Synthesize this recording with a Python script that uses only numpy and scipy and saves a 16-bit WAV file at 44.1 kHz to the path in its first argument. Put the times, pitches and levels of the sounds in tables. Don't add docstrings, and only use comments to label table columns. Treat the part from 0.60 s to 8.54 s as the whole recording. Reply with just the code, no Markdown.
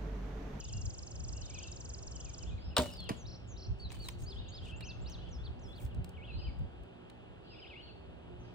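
import sys
import numpy as np
from scipy import signal
from scipy.fft import rfft, irfft, next_fast_len
from scipy.io import wavfile
from scipy.ndimage import uniform_filter1d, map_coordinates

SR = 44100
rng = np.random.default_rng(int(sys.argv[2]) if len(sys.argv) > 2 else 0)


def generate_wav(signal):
    frames = np.transpose(np.atleast_2d(signal))
    scaled = np.clip(frames, -1, 1) * 32767
    pcm = np.round(scaled).astype(np.int16)
    wavfile.write(sys.argv[1], SR, pcm)


N = 350154
TIME = np.arange(N) / SR


def gain_of(db):
    return 10 ** (np.asarray(db) / 20)


def evened(x):
    return x / np.sqrt(np.mean(x ** 2) + 1e-20)


def read(points, hz):
    f, value = np.transpose(points)
    return np.interp(np.log(hz + 1), np.log(f + 1), value)


def level(curve):
    return gain_of(np.interp(TIME, *np.transpose(curve)))


def add(mix, s, sound):
    start = round(s * SR)
    sound = sound[..., max(-start, 0):]
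    part = mix[..., max(start, 0):][..., :sound.shape[-1]]
    part += sound[..., :part.shape[-1]]


def noise(colour, likeness, size=N):
    full = next_fast_len(size)
    hz = np.fft.rfftfreq(full, 1 / SR)
    left, other = rfft(rng.standard_normal((2, full)))
    same = np.clip(read(likeness, hz) if np.ndim(likeness) else likeness, -1, 1)
    right = same * left + np.sqrt(1 - same ** 2) * other
    spectrum = np.array([left, right]) * gain_of(read(colour, hz))
    return evened(irfft(spectrum, full)[:, :size])


def place(x, lead_ms, left_db):
    side, full = np.array([[.5], [-.5]]), next_fast_len(N + 64)
    hz = np.fft.rfftfreq(full, 1 / SR)
    turn = np.exp(2j * np.pi * hz * side * lead_ms / 1000)
    return irfft(rfft(x, full) * turn, full)[:, :N] * gain_of(side * left_db)


def ports(x, phase, balance):
    side, full = np.array([[.5], [-.5]]), next_fast_len(N + 4096)
    hz = np.fft.rfftfreq(full, 1 / SR)
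    turn = np.exp(1j * side * read(phase, hz))
    return irfft(rfft(x, full) * turn * gain_of(side * read(balance, hz)), full)[:, :N]


def fade(t, t60):
    return np.exp(-np.log(1000) * t / t60)


def burst(colour, t60, same, size=8192):
    t = np.arange(size) / SR
    return noise(colour, same, size) * fade(t, t60) * (1 - np.exp(-t / .0004))


def ring(modes, rise_s, sharp=0, sag_s=1, size=22050):
    t = np.arange(size) / SR
    warped = t + sharp * sag_s * (1 - np.exp(-t / sag_s))
    tones = np.zeros(size)
    for k, (hz, db, t60) in enumerate(modes):
        tones += (-1) ** k * gain_of(db) * fade(t, t60) * np.sin(2 * np.pi * hz * warped)
    return (1 - np.exp(-t / rise_s)) * tones


def scatter(x, t60, wet_db, colour=((20, 0), (20000, 0)), size=44100):
    t, hz = np.arange(size) / SR, np.fft.rfftfreq(size, 1 / SR)
    tail = rng.standard_normal((2, size)) * fade(t, t60) * (1 - np.exp(-t / 0.0034))
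    tail = rfft(tail / np.linalg.norm(tail[0])) * gain_of(read(colour, hz))
    tail = irfft(tail, size)[:, :-1024]
    return x + gain_of(wet_db) * signal.fftconvolve(x, tail, axes=1)[:, :N]


def wander(per_s):
    knots = rng.standard_normal(400)
    return evened(np.interp(TIME * per_s, np.arange(len(knots)), knots))


def shimmer(depth_db, per_s=130):
    knots = rng.standard_normal(4000)
    return evened(gain_of(depth_db * np.interp(TIME * per_s, np.arange(len(knots)), knots)))


def catches(size, grain_db=4, clump_db=1.6):
    grains, clumps = rng.standard_normal((2, SR))
    grains = evened(uniform_filter1d(grains, size=130))
    clumps = evened(uniform_filter1d(clumps, size=700))
    return gain_of(grain_db * grains + clump_db * clumps)[:size]


def whistle(contour, buzz_hz=0, buzz_per_s=150, waver=0.0075):
    s, hz, db = np.transpose(contour)
    t = np.arange(0, max(s[-1], .008), 1 / SR)
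    pitch = uniform_filter1d(np.interp(t, s, hz), size=180, mode="nearest")
    pitch *= 1 + waver * evened(uniform_filter1d(rng.standard_normal(len(t)), size=90))
    pitch += buzz_hz * np.sin(2 * np.pi * buzz_per_s * t) * (1 - t / t[-1])
    tone = np.sqrt(2) * np.sin(2 * np.pi * np.cumsum(pitch) / SR)
    return gain_of(np.interp(t, s, db)) * tone * signal.windows.tukey(len(t), .2)


def swoop(length, start_hz, end_hz, db, sag=.12):
    middle_hz = (start_hz + end_hz) / 2 - sag * abs(end_hz - start_hz)
    contour = [(0, start_hz, db - 3.5), (length / 2, middle_hz, db + 4.0), (length, end_hz, db - 2.5)]
    return whistle(contour, waver=0.0085)


# start_s, length_s, level_db
BOUTS = [(-.05, 0.16, -62), (0.809, 0.24, -61), (1.578, 0.52, -65), (2.184, 0.36, -61),
         (3.274, 0.11, -58.5), (3.656, 0.42, -60.5), (4.383, 0.29, -62), (5.62, 0.27, -63),
         (6.81, 0.42, -62.5), (7.8, .14, -69.5)]
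BOUT_RISE_S, BOUT_T60_S, LULL_DB = .09, 0.63, -73


def bird_activity():
    power = np.full(N, gain_of(LULL_DB) ** 2)
    for s, length, db in BOUTS:
        rise = np.clip((TIME - s) / BOUT_RISE_S, 0, 1)
        bout = gain_of(db) * rise * fade(np.maximum(TIME - s - length, 0), BOUT_T60_S)
        power += bout ** 2
    return np.sqrt(power)


# time_s, level_db
BREEZE = [(0, -44.5), (.75, -46.5), (1.3, -46.5), (2.8, -49), (3.1, -46.5), (4.4, -44.5), (6.05, -47.5),
          (6.33, -59), (7.94, -52.5)]
# peak_s, length_s, level_db
GUSTS = [(0.158, .08, -37), (0.267, 0.048, -37), (0.626, 0.16, -38.5), (1.933, 0.066, -39.5),
         (2.08, 0.054, -37), (2.423, .06, -42.5), (3.113, .04, -32.5), (3.267, 0.029, -34),
         (3.388, 0.04, -40.5), (3.623, 0.04, -37.5), (3.806, 0.06, -43), (4.44, 0.07, -40),
         (4.905, .04, -39), (5.256, 0.036, -38), (5.386, 0.046, -32.5), (5.775, 0.058, -34.5),
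         (5.883, 0.069, -35), (6.02, 0.061, -32.5), (6.21, 0.036, -45)]


def wind_strength():
    power = level(BREEZE) ** 2
    for s, length, db in GUSTS:
        power += (gain_of(db) * np.exp(-2 * ((TIME - s) / length) ** 2)) ** 2
    return np.sqrt(power)


# freq_hz, relative level_db per Hz
WIND_COLOUR = [(18, -35.5), (35, -11), (60, 0), (110, -7), (170, -18.5), (300, -31.5), (700, -52),
               (2000, -86.5), (6000, -100)]
FAR_COLOUR = [(50, -24.5), (90, -10), (130, -10.5), (200, -14), (300, -11), (380, -12.5), (600, -14.5),
              (780, -16.5), (1080, -23.5), (1550, -26), (2150, -34), (2900, -40), (4000, -46), (9000, -55),
              (16000, -71)]
CHORUS_COLOUR = [(1700, -28), (2200, -17), (2550, -2.5), (3200, 3), (4800, -1.5), (5600, -27), (8000, -41)]
# time_s, level_db
TRAFFIC = [(0.0, -62), (0.35, -61), (2.28, -60), (3.25, -62), (4.38, -59), (7.32, -61), (7.94, -59.5)]
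# freq_hz, likeness (0 to 1)
FAR_SAME = [(100, 0.56), (350, 0.7), (500, 0.02), (700, 0.48), (1000, 0.14), (1500, 1), (2200, 0.4),
            (4000, 0), (9000, 1), (16000, .5)]
# freq_hz, lead_radians
FAR_PHASE = [(110, 0), (200, -0.44), (440, -2), (540, -4), (1400, -5), (2100, -4.5), (3400, -7),
             (5500, -9.5), (8000, -6.5), (11500, -3.5), (14500, 0)]
# freq_hz, difference_db
FAR_BALANCE = [(100, -2), (250, -2), (450, -3.5), (800, -0.1), (1250, 1), (1900, -3.5), (3000, 0),
               (6500, -3), (10000, 0)]


def air(wind_db=-0.5, far_db=5, chorus_db=-6.5, lump_db=1.8, gust_db=-50.5):
    strength = wind_strength()
    lumps = evened(gain_of(lump_db * wander(25)))
    wind = noise(WIND_COLOUR, 0.2) * strength * lumps * gain_of(wind_db)
    eddy_colour = [(70, -23.0), (120, 5.5), (170, 11.5), (260, -16), (600, -44.0), (2500, -80)]
    eddies = noise(eddy_colour, 0.099) * (strength / strength.max()) ** 1.8 * gain_of(gust_db)
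    traffic = noise(FAR_COLOUR, FAR_SAME) * level(TRAFFIC) * gain_of(far_db)
    chorus = noise(CHORUS_COLOUR, 0.033) * bird_activity() * gain_of(chorus_db)
    return wind + eddies + ports(traffic, FAR_PHASE, FAR_BALANCE) + chorus


# pitch_hz, level_db (rms)
DRONE = [(117, -61), (179, -62), (240, -69), (358, -68), (388, -68)]
# time_s, change_db
DRONE_SWELL = [(0, -8), (2.5, -1), (3.7, 1), (5.5, 1.5), (6.6, -1.5), (7.1, -4.5), (7.94, 3.5)]


def drone(drift=0.014, flutter_db=3.8):
    out = np.zeros(N)
    for hz, db in DRONE:
        tone = np.sin(2 * np.pi * np.cumsum(hz * (1 + drift * wander(8))) / SR)
        out += gain_of(db) * evened(tone * gain_of(flutter_db * wander(7)))
    return place(out * level(DRONE_SWELL), lead_ms=-0.5, left_db=-2.0)


# freq_hz, relative level_db per Hz
INSECT_COLOUR = [(2000, -27.5), (2300, -9), (2580, 0), (2930, -2), (3300, -6), (3800, -12.5), (4500, -25),
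                 (7000, -49.5)]
# freq_hz, lead_radians
INSECT_PHASE = [(2200, -4), (2600, -3), (3300, -2), (3800, -1.5), (4500, -.3)]
INSECT_DB, INSECT_SAME = -68, 0.95


def insects():
    return ports(noise(INSECT_COLOUR, INSECT_SAME), INSECT_PHASE, FAR_BALANCE) * gain_of(INSECT_DB)


def flock(count=260, flock_db=-4.0):
    out, activity = np.zeros(N), bird_activity()
    for when, length, pitch, slope in rng.random((count, 4)):
        hz, seconds = 2600 + 1100 * pitch, .025 + .04 * length
        add(out, when * N / SR, swoop(seconds, hz, hz * (.84 + .33 * slope), 0))
    echoing = evened(scatter(np.array([out, out]), t60=0.2, wet_db=12))
    return echoing * activity * np.sqrt(activity / activity.max()) * gain_of(flock_db)


# start_s, length_s, start_hz, end_hz, level_db
WHISTLES = [(1.968, .035, 3300, 4700, -66), (2.0, .04, 4600, 5100, -67), (2.04, 0.045, 5200, 5100, -63),
            (5.699, .072, 4000, 4190, -60), (5.765, .045, 4400, 5140, -62), (5.8, .06, 5150, 4500, -64),
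            (6.84, .05, 5000, 3700, -68), (6.893, 0.068, 4874, 5110, -63.5),
            (6.98, .045, 5060, 4950, -67.5), (7.218, 0.04, 4380, 4430, -63), (7.25, .02, 4400, 3900, -66),
            (7.272, .045, 4420, 4400, -65.5), (7.796, 0.034, 6200, 6200, -77.5),
            (7.825, 0.042, 5600, 4250, -77), (7.87, .04, 6100, 4700, -79)]


def whistler(direct_db=-2.0):
    out = np.zeros(N)
    for s, *shape in WHISTLES:
        add(out, s, swoop(*shape, sag=-.1))
    placed = place(out * shimmer(3.5), lead_ms=-.1, left_db=1)
    return gain_of(direct_db) * scatter(placed, t60=0.55, wet_db=-1.5)


def syllable(length, db, *pitches, edge_db=-4):
    u = np.linspace(0, 1, 40)
    hz = map_coordinates(np.array(pitches, float), [u * (len(pitches) - 1)], order=2, mode="nearest")
    return whistle(np.c_[u * length, hz, db + edge_db * ((2 * u - 1) ** 2 - .5)], waver=.008)


# start_s, length_s, level_db, start_hz, first_quarter_hz, middle_hz, third_quarter_hz, end_hz
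CAROL = [(0, 0.04, -62.5, 3410, 3010, 2850, 2560, 3300), (.082, 0.034, -63.5, 3550, 3250, 3100, 2800, 2400),
         (.12, .085, -63.5, 2610, 2820, 2800, 2780, 2760), (.745, .06, -66, 2650, 2800, 2900, 2740, 2600),
         (.81, 0.032, -65, 2800, 2950, 3050, 3300, 3600), (.815, .04, -59, 4700, 4350, 4000, 3750, 3500),
         (.872, .066, -67, 3100, 2900, 2250, 2400, 2200),
         (.932, 0.061, -58.5, 3450, 2670, 2530, 2430, 2250),
         (.958, 0.033, -57.5, 4680, 4300, 3750, 3300, 2850), (1.0, 0.03, -58, 2360, 2650, 2950, 3200, 3300),
         (1.03, .038, -56.5, 3250, 2950, 2730, 2670, 2680),
         (1.015, .035, -65, 4300, 4650, 4750, 4600, 4300), (1.065, .032, -63, 3940, 4080, 3900, 3700, 3550),
         (1.54, .036, -66.5, 3020, 3110, 3130, 2950, 2650),
         (1.592, .024, -63, 2650, 2850, 3100, 3350, 3600),
         (1.634, 0.078, -67, 3390, 2850, 2500, 2380, 2280),
         (1.798, 0.05, -65.5, 3000, 3100, 2950, 2550, 2250),
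         (1.857, .05, -62.5, 2540, 3200, 3500, 3310, 2750), (1.91, .025, -67, 2600, 2500, 2450, 2470, 2430),
         (1.978, .018, -65, 2600, 2400, 2200, 2120, 2050), (2.102, .04, -65, 2750, 2950, 2900, 2650, 2500),
         (2.228, .09, -58, 2930, 2880, 2920, 2900, 2560), (2.318, .056, -60, 5300, 5100, 4750, 4050, 3300),
         (2.388, 0.11, -57.5, 3650, 3370, 3280, 2840, 2580),
         (2.458, .028, -62, 4100, 3950, 3650, 3350, 3100), (3.295, .055, -66, 2600, 2500, 2350, 2300, 2300),
         (3.76, 0.025, -56, 3050, 3150, 3300, 3450, 3550), (3.781, .025, -53, 3560, 3690, 3760, 3780, 3750),
         (3.852, 0.046, -64, 2600, 2900, 3450, 3870, 4150),
         (4.015, .05, -59.5, 3000, 3160, 3380, 3620, 3620),
         (4.05, 0.029, -58.5, 3020, 2950, 2830, 2580, 2300),
         (4.082, .038, -56.5, 2450, 3050, 3230, 2900, 2520),
         (4.118, 0.049, -55, 2570, 2640, 2710, 2760, 2790), (4.215, .03, -57, 2900, 2830, 2750, 2560, 2300),
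         (4.246, .034, -57, 2500, 3080, 3150, 2860, 2560),
         (4.278, .046, -58.5, 2580, 2620, 2680, 2700, 2660),
         (4.446, .05, -65.5, 2850, 2930, 2850, 2650, 2400),
         (4.575, 0.06, -65, 2600, 2950, 3200, 3500, 3600), (4.655, .035, -68, 3350, 3250, 3100, 2890, 2650),
         (4.78, .054, -67.5, 3340, 3390, 3450, 3500, 3500),
         (5.076, .058, -63, 3330, 3370, 3400, 3450, 3460), (5.128, .016, -62, 4400, 4100, 3800, 3550, 3400),
         (5.192, .022, -66, 3000, 2700, 2450, 2300, 2150),
         (5.305, .035, -67.5, 3500, 3260, 2950, 2750, 2600),
         (5.533, .025, -66, 3150, 2850, 3000, 3200, 3350),
         (5.563, 0.055, -62, 3310, 2380, 2220, 2170, 2320), (5.619, .04, -58, 2330, 2550, 2850, 3250, 3500),
         (5.671, 0.054, -57, 3200, 2760, 2720, 2540, 2520),
         (5.788, 0.045, -61.5, 3000, 3030, 2900, 2570, 2560),
         (5.835, .04, -60.5, 3300, 3140, 3020, 3010, 2980),
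         (5.86, 0.048, -65, 2790, 2550, 2350, 2220, 2130), (6.9, .054, -63.5, 2980, 2790, 2690, 2560, 2150),
         (6.954, .056, -62.5, 2250, 2806, 2850, 2480, 2150),
         (7.016, 0.044, -57.5, 3280, 3110, 2900, 2505, 2050),
         (7.06, .024, -56.5, 2100, 2660, 3150, 3460, 3650),
         (7.094, 0.055, -55.5, 3300, 2700, 2480, 2220, 2080),
         (7.15, 0.071, -54, 2090, 2670, 2850, 2940, 3450), (7.267, .04, -63, 3400, 3050, 2850, 2670, 2520)]


def carol(count=6, trunk_db=-21.5):
    out = np.zeros(N)
    for s, *shape in CAROL:
        note = syllable(*shape)
        add(out, s, note)
        for delay in rng.uniform(0.0028, .06, count):
            add(out, s + delay, gain_of(trunk_db) * note)
    return scatter(place(out * shimmer(1.8), lead_ms=-.36, left_db=2.5), t60=0.52, wet_db=-6.0)


# time_s from its start, pitch_hz, relative level_db
CHIP = [(0, 8200, -10), (.003, 8050, -9), (.0048, 7400, -3), (.008, 6750, 2), (.012, 5900, -1),
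        (.0155, 5250, 1.5), (.018, 4500, -3), (.0207, 3500, -22)]
# time_s from its own start, pitch_hz, relative level_db
CHIP_END = [(0, 5750, -6), (.003, 4950, 0), (.0058, 4000, -14)]
# freq_hz, gain_db
TRILL_ECHO = [(3500, -8), (5000, -2.5), (6600, 2.5), (8100, 4), (8700, -20)]


def trill(count=43, chip_db=-50, second_voice_db=-55):
    out = np.zeros(N)
    for k in range(count):
        s = -.0053 + .04206 * k + .0000333 * k * k
        effort_db = rng.normal(0, 1.0)
        add(out, s, gain_of(chip_db + effort_db) * whistle(CHIP, waver=0.008))
        add(out, s + 0.0173, gain_of(second_voice_db + effort_db) * whistle(CHIP_END))
    placed = place(out * shimmer(1.8, per_s=300), lead_ms=-0.058, left_db=-0.7)
    return scatter(placed, t60=0.55, wet_db=-10.3, colour=TRILL_ECHO)


SONG_DB_PER_KHZ = -3.5


def figure(slide_in, hold, slide_out, start_hz, turn_hz, end_hz, db, bend_in=1.15, bend_out=1.55, edge_db=-6.5):
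    length = slide_in + hold + slide_out
    t = np.linspace(0, length, 40)
    to_turn = np.clip(1 - t / slide_in, 0, 1) ** bend_in
    to_end = np.clip((length - t) / slide_out, 0, 1) ** bend_out
    hz = end_hz + (turn_hz - end_hz) * to_end + (start_hz - turn_hz) * to_turn
    khz = hz / 1000
    note_db = db + SONG_DB_PER_KHZ * (khz - khz.mean()) + edge_db * (2 * t / length - 1) ** 2
    return np.c_[t, hz, note_db]


WARBLE_S, WARBLE_LEAD_S, WARBLE_PER_S = 0.124, .0138, 35.2
WARBLE_LOW_HZ, WARBLE_SWING_HZ = 3910, 1800
WARBLE_LEAD_HZ = 400


def warble(db, roundness=1.2, top_db=-1):
    t = np.linspace(0, WARBLE_S, 120)
    swing = abs(np.sin(np.pi * WARBLE_PER_S * np.maximum(t - WARBLE_LEAD_S, 0))) ** roundness
    lead_in = WARBLE_LEAD_HZ * np.maximum(1 - t / WARBLE_LEAD_S, 0)
    return np.c_[t, WARBLE_LOW_HZ + WARBLE_SWING_HZ * swing - lead_in, db + top_db * (swing - .5)]


# start_s, repeat_after_s, slide_in_s, hold_s,
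# slide_out_s, start_hz, turn_hz, end_hz, level_db, repeat_level_db, buzz_depth_hz
SONG = [(2.56, .31, .046, 0, .033, 7500, 6450, 5800, -61, -61.5, 450),
        (3.192, .2, .022, .012, .058, 4350, 4540, 3800, -52, -52, 0),
        (3.288, .207, .028, 0, 0.015, 4900, 7600, 5480, -65, -65, 0),
        (3.624, 0.258, .009, .011, .011, 7600, 6480, 7650, -62, -59.5, 0),
        (3.654, 0.26, .043, .005, 0.039, 4200, 5140, 3100, -52.5, -53, 0),
        (4.16, .25, .018, .004, .012, 6500, 7420, 7540, -64.5, -66, 0),
        (4.215, .2375, 0.049, 0.016, .048, 3200, 6340, 3180, -53.5, -54.5, 0),
        (4.686, .305, .013, 0, .002, 4300, 9000, 9000, -71, -72, 0),
        (4.703, .305, .026, 0, .049, 7400, 5900, 4980, -61, -66, 0),
        (4.832, .31, .016, .007, .03, 3450, 4680, 3050, -56, -60, 0)]
# time_s from its start, pitch_hz, relative level_db
GLIDE = [(0, 5580, -7), (.036, 5150, -3), (.058, 4620, 3), (.08, 4350, 8), (.112, 4120, 6),
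         (.122, 4050, -6)]
GLIDE_S, GLIDE_DB = 2.32, -58.5
# start_s, level_db
WARBLES = [(2.648, -57.5), (2.956, -57.5)]


def songbird(count=6, trunk_db=-22):
    out = np.zeros(N)
    for s, again_s, *shape, first_db, second_db, buzz_hz in SONG:
        add(out, s, whistle(figure(*shape, first_db), buzz_hz))
        add(out, s + again_s, whistle(figure(*shape, second_db), buzz_hz))
    add(out, GLIDE_S, gain_of(GLIDE_DB) * whistle(GLIDE))
    for s, db in WARBLES:
        add(out, s, whistle(warble(db)))
    heard = out.copy()
    for delay in rng.uniform(.002, .02, count):
        add(heard, delay, gain_of(trunk_db) * out)
    return scatter(place(heard * shimmer(2), lead_ms=-0.028, left_db=-0.3), t60=0.59, wet_db=-9.0)


# start_s, length_s, level_db, treble_tilt_db per octave about 9 kHz
SCRAPES = [(3.168, 0.073, -75.5, -6), (3.291, 0.15, -70, 5), (3.298, .07, -58, -16), (3.313, .022, -55, -1),
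           (3.343, .02, -60, -2), (3.395, 0.11, -61.5, 0), (3.41, .08, -62, -13), (3.568, 0.11, -65.5, -2),
           (3.664, 0.14, -75, -9), (4.01, 0.13, -66.5, -8), (4.492, 0.05, -75, 0), (5.0, .22, -80, 1),
           (5.148, 0.16, -65.5, 9), (5.18, .11, -68, -11)]
# freq_hz, relative level_db per Hz
SHAFT = [(900, -20), (2500, -8.5), (6000, 6), (8800, 9.5), (11000, -5), (15000, 3), (17000, -13)]
# start_s, woody_body_db, bright_tick_db
KNOCKS = [(3.3033, -46, -60), (3.3182, -44.5, -51), (3.35, -54, -60), (3.3675, -55, -62),
          (3.4853, -42, -37), (3.4872, -35.5, -41), (3.6222, -62, -53), (4.207, -43.5, -50),
          (4.2108, -47.5, -58), (4.4975, -57, -50.5), (5.2628, -56, -60), (5.3457, -72, -57),
          (5.444, -54, -46), (5.4919, -69.5, -52.5), (5.9908, -68.5, -63), (6.2345, -81, -65),
          (6.4991, -52.5, -57)]
# freq_hz, relative level_db, t60_s
KNOCK_MODES = [(970, -7, .03), (1800, -5, .025), (2380, -5, .035)]
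# freq_hz, relative level_db per Hz
KNOCK_BODY = [(250, -16), (500, -8), (1000, 0), (1700, 3), (2600, 4.5), (4200, 3), (6000, -24), (9000, -40)]
TICK = [(1500, -26), (4000, 4), (6500, -4), (9000, 4), (11000, -11), (15000, -2), (17000, -9)]


def next_arrow(ring_db=-6):
    out = np.zeros((2, N))
    for s, length, db, tilt_db in SCRAPES:
        size = int(max(length, .02) * SR)
        colour = [(hz, shaft_db + tilt_db * np.log2(hz / 9000)) for hz, shaft_db in SHAFT]
        rub = evened(noise(colour, 0.21, size=16384)[:, :size] * catches(size))
        add(out, s, gain_of(db) * rub * signal.windows.tukey(size, .8))
    for s, body_db, tick_db in KNOCKS:
        wood = gain_of(ring_db) * ring(KNOCK_MODES, rise_s=.0005, size=8192)
        add(out, s, gain_of(body_db) * (burst(KNOCK_BODY, t60=.022, same=0.2) + wood))
        add(out, s, gain_of(tick_db) * burst(TICK, t60=0.019, same=0.16))
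    return scatter(out, t60=0.27, wet_db=-14.0)


# start_s, level_db
PIERCE = [(2.4912, -29.8), (2.499, -48), (2.515, -45.5)]
# freq_hz, relative level_db per Hz
PIERCE_COLOUR = [(290, -31), (500, -6.5), (1050, -7), (1230, -8), (2070, -10), (2810, -7), (3390, -16),
                 (5090, -14), (5800, -22), (8960, -22), (12100, -33), (14200, -30), (16000, -41)]
# freq_hz, relative level_db per Hz
FILLING = [(80, -12), (170, -1), (400, -3), (650, 1), (1000, -3), (1300, -14), (2400, -14), (4000, -30)]
FILLING_S, FILLING_DB = 2.495, -35.5
# freq_hz, relative level_db, t60_s
TARGET_MODES = [(115, -2.5, 0.11), (192, -0.5, 0.06), (290, 6, 0.024), (490, -10, 0.05), (660, -8.5, 0.052),
                (975, -4.5, 0.03)]
TARGET_S, TARGET_DB = 2.5045, -28.5


def target():
    hit = np.zeros((2, N))
    for s, db in PIERCE:
        add(hit, s, gain_of(db) * burst(PIERCE_COLOUR, t60=0.037, same=0.92))
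    add(hit, FILLING_S, gain_of(FILLING_DB) * burst(FILLING, t60=.09, same=.9))
    add(hit, TARGET_S, gain_of(TARGET_DB) * ring(TARGET_MODES, rise_s=0.0011))
    return scatter(place(hit, lead_ms=-0.413, left_db=-1.5), t60=0.35, wet_db=-10.5)


# freq_hz, relative level_db per Hz
QUIVER_TICK = [(1500, -14), (4000, 2.5), (5500, 2), (7000, 1.5), (9000, 3), (11000, -6), (15000, -2),
               (17000, -12)]
RATTLE_S, RATTLE_DB, RATTLE_T60_S = 2.2, -50, .45


def rattle(size=16384):
    shiver = evened(noise(QUIVER_TICK, .5, size) * catches(size, grain_db=3.5, clump_db=1.2))
    return gain_of(RATTLE_DB) * shiver * fade(np.arange(size) / SR, RATTLE_T60_S)


# freq_hz, relative level_db per Hz
CRACK_COLOUR = [(240, -29), (400, -13), (536, -0.5), (753, -7.5), (960, -11), (1500, -10.5), (2100, -20),
                (2510, -14.5), (3640, -8), (5190, -17), (6150, -36), (7280, -22), (10700, -24),
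                (12300, -42.5), (14400, -30.5), (16000, -34)]
# freq_hz, t60_s, rise_s
CRACK_DECAY = [(400, .13, .004), (1200, .115, .0012), (3500, .105, .00012), (7000, .12, .00012),
               (15000, .072, .00012)]


def crack(size=16384, spike=2.2, spike_s=.0013):
    t, hz = np.arange(size) / SR, np.fft.rfftfreq(size, 1 / SR)
    z = rfft(noise(CRACK_COLOUR, [(400, .75), (1500, .88), (4000, .75), (15000, .75)], size))
    knots, t60s, rises = np.transpose(CRACK_DECAY)
    snap = np.zeros((2, size))
    for share, t60, rise in zip(np.eye(len(knots)), t60s, rises):
        band = irfft(z * read(np.c_[knots, share], hz))
        snap += band * fade(t, t60) * (1 - np.exp(-t / rise))
    return snap * (1 + spike * np.exp(-t / spike_s))


# start_s, level_db
CRACKS = [(2.1667, -25.5), (2.1815, -28.5)]
# freq_hz, relative level_db, t60_s
BOW_MODES = [(467, -7, .13), (491, -4, .17), (512, -6, .12), (574, -9, .22), (628, -7, .13), (842, -8, .12),
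             (928, -4, .1), (984, -9, .1), (1103, -11, .09), (1187, -5, .1), (1477, -7, .06),
             (2953, -12, .11), (3014, -13, .11), (3150, -11, .1), (3373, -13, .1), (3556, -13, .1),
             (3628, -11, .1), (8400, -17, .04)]
BOW_DB = -26.5
# freq_hz, relative level_db, t60_s
LIMB_MODES = [(68, -2.5, 0.22), (146, -6, 0.12), (188, -10, 0.15), (249, -2.5, 0.18), (306, -7, 0.11),
              (376, -11, 0.15)]
LIMB_S, LIMB_DB = 2.183, -23.5
# settled_hz, relative level_db, t60_s
TWANG = [(335, -12, .2), (552, 0, .18), (835, -9, .16)]
TWANG_S, TWANG_DB, TWANG_SHARP, TWANG_SAG_S = 2.184, -24.5, .16, .055
# freq_hz, relative level_db per Hz
THUMP = [(60, -12), (140, 0), (350, -3), (600, -3), (1000, -15), (2000, -24), (4000, -28), (6000, -40)]
THUMP_S, THUMP_DB = 2.198, -38.5
# start_s, woody_body_db, bright_tick_db
CHATTER = [(2.166, -45, -26), (2.174, -28, -48), (2.1813, -38, -20.5), (2.193, -30, -42), (2.197, -33, -35),
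           (2.21, -37, -48), (2.2193, -49, -33.5), (2.2345, -41, -40), (2.2435, -52, -47),
           (2.258, -44, -42.5), (2.268, -58, -45.5), (2.276, -56, -51), (2.2905, -60, -50),
           (2.302, -63, -46.5), (2.309, -65, -51), (2.315, -65, -48), (2.3366, -55, -44), (2.369, -64, -56),
           (2.404, -60, -49), (2.4405, -70, -57)]
# freq_hz, relative level_db per Hz
QUIVER_BODY = [(200, -22), (450, -1), (800, 0), (1200, -2), (1500, -13), (1800, -8), (2400, -10.5),
               (4000, -22), (9000, -45)]
# freq_hz, lead_radians
BOW_PHASE = [(0, 0.5), (1980, 0.27), (3360, 1.56), (3700, 0.8), (4910, 0.5), (5340, 0.8), (5680, -1.2),
             (5940, 2), (6460, 5), (6890, 5.1), (9650, 7.5), (10200, 7.5), (11600, 8.5), (13200, 10.5),
             (14300, 12.5), (16200, 12.7)]
# freq_hz, difference_db
BOW_BALANCE = [(60, -1.5), (99, -0.5), (160, -0.5), (270, -1.5), (450, 1.0), (740, 0.5), (1220, 2.5),
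               (2010, -1.5), (3330, 0.0), (5500, -0.5), (9080, 0.0), (15000, 0.5)]


def bow():
    out = np.zeros((2, N))
    for s, db in CRACKS:
        add(out, s, gain_of(db) * crack())
    add(out, CRACKS[0][0], gain_of(BOW_DB) * ring(BOW_MODES, rise_s=0.00148))
    add(out, LIMB_S, gain_of(LIMB_DB) * ring(LIMB_MODES, rise_s=0.006))
    twang = ring(TWANG, rise_s=.005, sharp=TWANG_SHARP, sag_s=TWANG_SAG_S)
    add(out, TWANG_S, gain_of(TWANG_DB) * twang)
    add(out, THUMP_S, gain_of(THUMP_DB) * burst(THUMP, t60=.17, same=.8))
    for s, body_db, tick_db in CHATTER:
        add(out, s, gain_of(body_db) * burst(QUIVER_BODY, t60=.04, same=.7))
        add(out, s, gain_of(tick_db) * burst(QUIVER_TICK, t60=0.012, same=0.64))
    add(out, RATTLE_S, rattle())
    return scatter(ports(out, BOW_PHASE, BOW_BALANCE), t60=0.39, wet_db=-15.5)


def scene():
    background = air() + drone() + insects()
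    birds = flock() + whistler() + carol() + trill() + songbird()
    return background + birds + next_arrow() + target() + bow()


def record(dry):
    hz = np.fft.rfftfreq(N, 1 / SR)
    notch_hz, width_hz, depth_db, edge_hz = 12400, 650, -18, 16000
    notch = gain_of(depth_db * np.exp(-((hz - notch_hz) / width_hz) ** 2))
    coloured = irfft(rfft(dry) * notch, N)
    lowpass = signal.firwin(255, edge_hz, window=("kaiser", 8), fs=SR)
    return signal.oaconvolve(coloured, lowpass[None], "same")


dry = scene()
out = record(dry)
generate_wav(out)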